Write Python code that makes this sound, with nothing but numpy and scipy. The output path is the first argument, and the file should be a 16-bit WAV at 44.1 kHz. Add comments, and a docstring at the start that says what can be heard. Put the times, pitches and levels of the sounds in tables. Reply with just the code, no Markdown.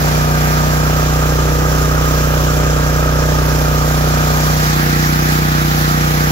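"""Generator at steady speed

A single-cylinder four-stroke generator drones outdoors: one exhaust pulse every two turns, the shaking piston
and the cooling fan's blades give a comb of phase-locked orders. Cooling air and rattle rush above it as bands
of noise, and the sheet-metal housing rings as narrow resonances; both swell with the engine. A hand-held two-
port microphone leans in to the panel, then turns away, crossfading levels and phases."""
import sys
import numpy as np
from scipy import signal
from scipy.fft import next_fast_len
from scipy.io import wavfile

SR = 44100
rng = np.random.default_rng(int(sys.argv[2]) if len(sys.argv) > 2 else 0)


def file_out(sig):
    """Save sig as 16-bit WAV at sys.argv[1]."""
    # one column per channel
    cols = np.atleast_2d(sig).T
    # limit, then scale
    lim = np.clip(cols, -1, 1)
    pcm = np.round(lim * 32767).astype(np.int16)
    wavfile.write(sys.argv[1], SR, pcm)


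N = 278271
STEP = 8   # samples per control value

# "Six levels" below: left, right at the panel; left, right half back; left, right turned away.
# Engine speed: t/s, firing rate/Hz
FIRING_RATE = [(0.0, 30.254), (0.53, 30.661), (1.17, 30.597), (1.43, 30.328), (1.63, 30.626),
               (2.63, 30.517), (2.83, 30.336), (2.96, 30.659), (3.65, 30.468), (4.66, 30.62),
               (4.78, 30.242), (5.41, 30.78), (5.54, 30.453), (6.31, 30.463)]
FIRST_ANGLE = .542   # share of the firing cycle already past at the start
# Microphone stance: t/s, place (0 at the panel, 1 half back, 2 turned away)
MIC_PLACE = [(0, 1.04), (.6, 1.02), (1.35, .05), (3.4, 0.056), (4.2, 0.82), (4.5, 1.12), (4.8, 1.97),
             (6.31, 1.75)]
# Engine orders before their waver: multiple of the firing rate, six levels/dB rms
ENGINE_ORDERS = [(1, -39, -33, -53, -36, -44, -38), (2, -18, -17, -20, -20, -23, -21.5),
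                 (3, -27, -31.5, -26.5, -30.5, -29, -30.5), (4, -31, -26, -38, -28, -35, -41),
                 (5.013, -19, -17.5, -17.5, -16.5, -17, -16.5), (6, -35.5, -30.5, -42, -26, -28, -26),
                 (7, -35, -36, -35, -33.5, -36, -29.5), (8, -39, -30.5, -27.5, -27.5, -27, -24.5),
                 (9, -33.5, -29, -46, -38.5, -28.5, -40.5), (10, -40, -30.5, -33, -37.5, -32, -31.5),
                 (11.02, -34.5, -38.5, -40, -32, -28.5, -26), (12, -58, -48, -37, -37.5, -35, -49),
                 (13, -28.5, -36, -39, -44, -55, -49), (14, -42, -37, -41.5, -29.5, -34, -67),
                 (15, -33.5, -34.5, -40, -55, -38.5, -39), (16.03, -28.5, -33.5, -30, -36, -51, -32),
                 (17, -34, -40, -53, -50, -57, -47), (18, -34.5, -30, -29, -36.5, -55, -63),
                 (19, -42, -36.5, -45, -33, -45, -44), (20, -33.5, -30, -38, -31.5, -54, -47),
                 (21, -48, -35, -32.5, -33, -60, -37), (22, -57, -44, -55, -34.5, -45, -60),
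                 (22.83, -48, -41, -38, -37, -54, -36.5), (24, -48, -32.5, -31.5, -29.5, -33.5, -32),
                 (25, -61, -50, -49, -41, -54, -51), (26, -56, -39, -35, -35, -34, -38),
                 (27, -59, -47, -60, -50, -34.5, -51), (28, -66, -56, -49, -53, -62, -52),
                 (29, -46, -35, -49, -44, -50, -49), (30, -43, -47, -32.5, -43, -41, -50),
                 (31, -44, -54, -37, -36.5, -47, -45), (39, -54, -47, -47, -48, -48, -44),
                 (40, -30.5, -31.5, -29, -27, -31, -35), (41, -36, -43, -42, -53, -49, -60),
                 (52, -39, -44, -48, -31.5, -45, -54)]
# Orders driven by the piston's inertia, not by the exhaust: multiple of the firing rate
SHAKE_ORDERS = (2, 4, 8)
# Orders radiated by the muffler shell, about a quarter period late: multiple of the firing rate
SHELL_ORDERS = (1, 7, 10, 11, 12)
EXHAUST_RAD, SHAKE_RAD, SHELL_RAD = -.2, 2.0, -1.7   # start phases
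# Turned away, orders from this one up come late (in firing cycles) with a phase of their own
ECHO_FROM, ECHO_CYCLES, ECHO_RAD = 6, .086, 2.0
# Air rush and rattle before swell and trim: f/Hz, six levels/dB per Hz
RUSH_SPECTRUM = [(45, -55, -58, -60, -59, -59, -56), (202, -53, -62, -71, -52, -59, -53),
                 (345, -54, -53.5, -51.5, -65, -57, -53.5), (500, -58.5, -56, -58, -58, -55, -55),
                 (900, -56.5, -55.5, -57, -54.5, -53.5, -54.5),
                 (1363, -56.5, -50.5, -52.5, -51, -50.5, -50), (1580, -56.5, -57, -54, -54, -59, -46),
                 (2055, -69, -66, -66, -60, -57.5, -54), (2840, -65.5, -64, -65.5, -64, -61.5, -62),
                 (4650, -69.5, -64.5, -66, -62, -62.5, -59), (6100, -62, -58.5, -62, -60, -59.5, -60.5),
                 (7600, -62.5, -61, -61.5, -60.5, -59.5, -61), (10000, -70.5, -66.5, -68, -66, -64, -64),
                 (15500, -72.5, -67, -70.5, -67, -65.5, -64.5)]
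# Noisy puff at each firing: f/Hz, peak level over the rush/dB up to half back, the same turned away
FIRING_PUFF = [(150, 2.5, 2.5), (300, 2.5, 2.6), (450, -0.5, 1.1), (790, 2, 1.5), (1100, -6, .5),
               (2000, -0.5, .1)]
# Treble level, scaled down in the lower bands: t/s, level/dB
TREBLE_LEVEL = [(0, 0), (2.2, 0), (3.3, -0.5), (4.4, 1.7), (5.0, 0), (6.31, -.4)]
# Trim of rush and housing at the panel, half back, turned away: level/dB
RUSH_TRIM = (1, 1.33, -0.2)
# Sheet-metal resonances before swell and trim: f/Hz, width/Hz, six levels/dB rms
HOUSING_MODES = [(490, 25, -38, -38, -47, -45, -33.5, -39), (628, 53, -58, -31.5, -61, -46, -42, -43),
                 (794, 26, -61, -36, -41, -39, -38, -34), (1243, 75, -30, -29, -32.5, -29.5, -35, -30.5),
                 (1336, 80, -53, -35.5, -44, -36, -38, -32.5), (1600, 41, -34.5, -33.5, -46, -38, -37, -35),
                 (1726, 33, -55, -46, -56, -38, -52, -42), (2403, 30, -40, -50, -37.5, -55, -38, -57)]
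# Noise power that both ports hear alike: f/Hz, share (0-1)
SHARED_NOISE = [(60, 0.6), (350, 0.4), (550, 0.55), (800, 0.75), (1400, 0.97), (2000, 0.17), (3000, 0.15),
                (5000, 0.02), (9000, 0.02)]
# Phase lead of the left port at the panel, half back, turned away: slope/rad per rad
PORT_LEAD = (1.29, 1.53, 1.89)
PORT_CORNER_HZ, PORT_STEEPNESS = 460, 1.84
CAPSULE_HZ = 13   # the two capsules' bass cuts differ by this much
# Blind spot of the ports: f/Hz, width/Hz, level/dB
MIC_DIP = (8674, 1420, -26)
CUTOFF_HZ = 15750


def engine_orders(angle, place, lead):
    """Phase-locked orders form the exhaust pulse, the piston shake and the fan's blade tone, heard along two
    paths."""
    out = np.zeros((2, N))
    cycle = angle[::STEP] / (2 * np.pi)
    # every firing has its own strength and timing
    chance = rng.standard_normal((int(cycle[-1]) + 2, 2))
    strength, timing = (np.interp(cycle, np.arange(len(c)), c) for c in chance.T)
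    for multiple, *six_db in ENGINE_ORDERS:
        k = round(multiple)
        start = EXHAUST_RAD
        if k in SHAKE_ORDERS:
            start = SHAKE_RAD
        elif k in SHELL_ORDERS:
            start = SHELL_RAD
        turned_away = ECHO_RAD - 2 * np.pi * k * ECHO_CYCLES if k >= ECHO_FROM else start
        phases = np.repeat([start, start, turned_away], 2)
        heard = by_place(from_db(six_db) * np.exp(1j * phases), place)

        uneven = np.clip((k - 4) / 12, .1, 1)     # the sharp part of the pulse varies most
        waver_db = uneven * (0.46 * strength + 0.98 * drift(3.1))
        waver_rad = uneven * (0.3 * timing + 0.31 * drift(3.3))
        waver = from_db(waver_db) * np.exp(1j * waver_rad)
        ports = np.exp(1j * port_lead(k * FIRING_RATE[0][1], lead) * [[1], [0]])
        phasor = np.sqrt(2) * heard * waver * ports     # rms to peak
        out += (held(phasor) * np.exp(1j * k * angle)).real
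    return out


def air_rush(angle, place, lead):
    """Cooling air and rattle: third-octave noise that swells through the firing cycle and puffs at each firing."""
    white = [port_noise(), port_noise()]       # neighbouring bands get unrelated noise
    turn = angle[::STEP]
    treble_db, = in_time(TREBLE_LEVEL)
    shared_db = engine_throb(turn) + .5 * drift(3.5) + 0.33 * drift(3.6)
    firing = np.exp(7.0 * (np.cos(turn) - 1))     # a few milliseconds around each exhaust pulse
    out = np.zeros((2, N))
    edges = 40 * 2 ** (np.arange(27) / 3)
    for k, (low, high) in enumerate(zip(edges, edges[1:])):
        hz = np.sqrt(low * high)
        sos = signal.butter(2, [low, high], "band", fs=SR, output="sos")
        band = two_ports(sos, white[k % 2], hz, lead)
        together = np.clip(hz / 4000, .3, 1)      # the treble rattles most in step with the engine
        puff_near_db, puff_far_db = at_hz(FIRING_PUFF, hz)
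        puff_db = puff_near_db + (puff_far_db - puff_near_db) * np.clip(place - 1, 0, 1)
        level_db = by_place(at_hz(RUSH_SPECTRUM, hz), place) + together * (shared_db + treble_db)
        level_db = level_db + puff_db * firing + 1.1 * drift(10.7)
        out += np.sqrt(high - low) * held(from_db(level_db)) * band
    return out


def housing(angle, place, lead):
    """Sheet metal rings: narrow two-pole resonances driven by noise, swelling with the engine."""
    out, white = np.zeros((2, N)), port_noise()
    throb_db = engine_throb(angle[::STEP])
    for hz, width, *six_db in HOUSING_MODES:
        r = np.exp(-np.pi * width / SR)
        # the zeros shape the skirts, the pole pair rings
        sos = [[1, 0.047, -1.136, 1, -2 * r * np.cos(2 * np.pi * hz / SR), r * r]]
        ringing = two_ports(sos, white, hz, lead)
        level_db = by_place(six_db, place) + throb_db + .7 * drift(8)
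        out += held(from_db(level_db)) * ringing
    return out


def engine_throb(turn):
    """Swell in dB, made of the first three harmonics of the firing cycle."""
    return 1.07 * np.cos(turn - 1.0) + 0.22 * np.cos(2 * turn - 1.3) + 0.66 * np.cos(3 * turn - .8)


def port_noise():
    """White noise in four rows: shared, shared a quarter period shifted, left's own, right's own."""
    white = rng.standard_normal((4, N))
    white[1] = signal.hilbert(white[0], next_fast_len(N))[:N].imag
    return white


def two_ports(sos, white, hz, lead):
    """One band of noise at both ports: a shared part, phase-shifted, and a part of each port's own."""
    shared, quarter, *own = signal.sosfilt(sos, white)
    alike = np.clip(at_hz(SHARED_NOISE, hz)[0], 0, 1)
    shift = port_lead(hz, lead)
    left = held(np.cos(shift)) * shared - held(np.sin(shift)) * quarter
    both = np.array([left, shared])
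    return (np.sqrt(alike) * both + np.sqrt(1 - alike) * np.array(own)) / shared.std()


def port_lead(hz, lead):
    """The left port faces the engine; its path's phase lead grows with pitch and levels off."""
    return np.arctan(CAPSULE_HZ / hz) + lead * np.arctan((hz / PORT_CORNER_HZ) ** PORT_STEEPNESS)


def by_place(values, place):
    """Left and right value between the three places of the microphone."""
    return np.array([np.interp(place, (0, 1, 2), side) for side in np.reshape(values, (3, 2)).T])


def drift(rate):
    """Slow chance of spread 1 as a control: noise through a double one-pole low-pass at rate Hz, run in."""
    r = np.exp(-2 * np.pi * rate * STEP / SR)
    noise = rng.standard_normal(len(range(0, N, STEP)) + 5000)
    slow = signal.lfilter([1], [1, -2 * r, r * r], noise)[5000:]
    return slow / slow.std()


def from_db(db):
    """Gain of a level."""
    return 10 ** (np.asarray(db) / 20)


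def in_time(rows):
    """Columns of a curve, one value a control step."""
    s, *columns = np.transpose(rows)
    return [np.interp(np.arange(0, N, STEP) / SR, s, c) for c in columns]


def at_hz(points, hz):
    """All columns of a spectrum at one frequency, read on a log scale."""
    f, *columns = np.transpose(points)
    return [np.interp(np.log(hz), np.log(f), c) for c in columns]


def held(control):
    """A control, one value a sample."""
    return np.repeat(control, STEP, axis=-1)[..., :N]


def scene():
    """Engine orders, rush and housing as the moving microphone meets them."""
    place, = in_time(MIC_PLACE)
    lead = np.interp(place, (0, 1, 2), PORT_LEAD)
    trim_db = np.interp(place, (0, 1, 2), RUSH_TRIM)
    firing_rate, = in_time(FIRING_RATE)
    angle = 2 * np.pi * (FIRST_ANGLE + np.cumsum(held(firing_rate)) / SR)   # 2 pi a firing cycle
    noise = air_rush(angle, place, lead) + housing(angle, place, lead)
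    return engine_orders(angle, place, lead) + held(from_db(trim_db)) * noise


def record(dry):
    """The microphone dips in the treble, peaks are rounded, the top is cut."""
    hz, width, dip_db = MIC_DIP
    w, g = 2 * np.pi * hz / SR, from_db(dip_db / 2)
    a = np.sin(w) * width / hz / 2
    zeros = [1 + a * g, -2 * np.cos(w), 1 - a * g]
    poles = [1 + a / g, -2 * np.cos(w), 1 - a / g]
    dipped = signal.lfilter(zeros, poles, dry)
    rounded = 1.369 * np.tanh(dipped / 1.236)
    top_cut = signal.ellip(12, .5, 70, CUTOFF_HZ, fs=SR, output="sos")
    return signal.sosfilt(top_cut, rounded)


dry = scene()
out = record(dry)
file_out(out)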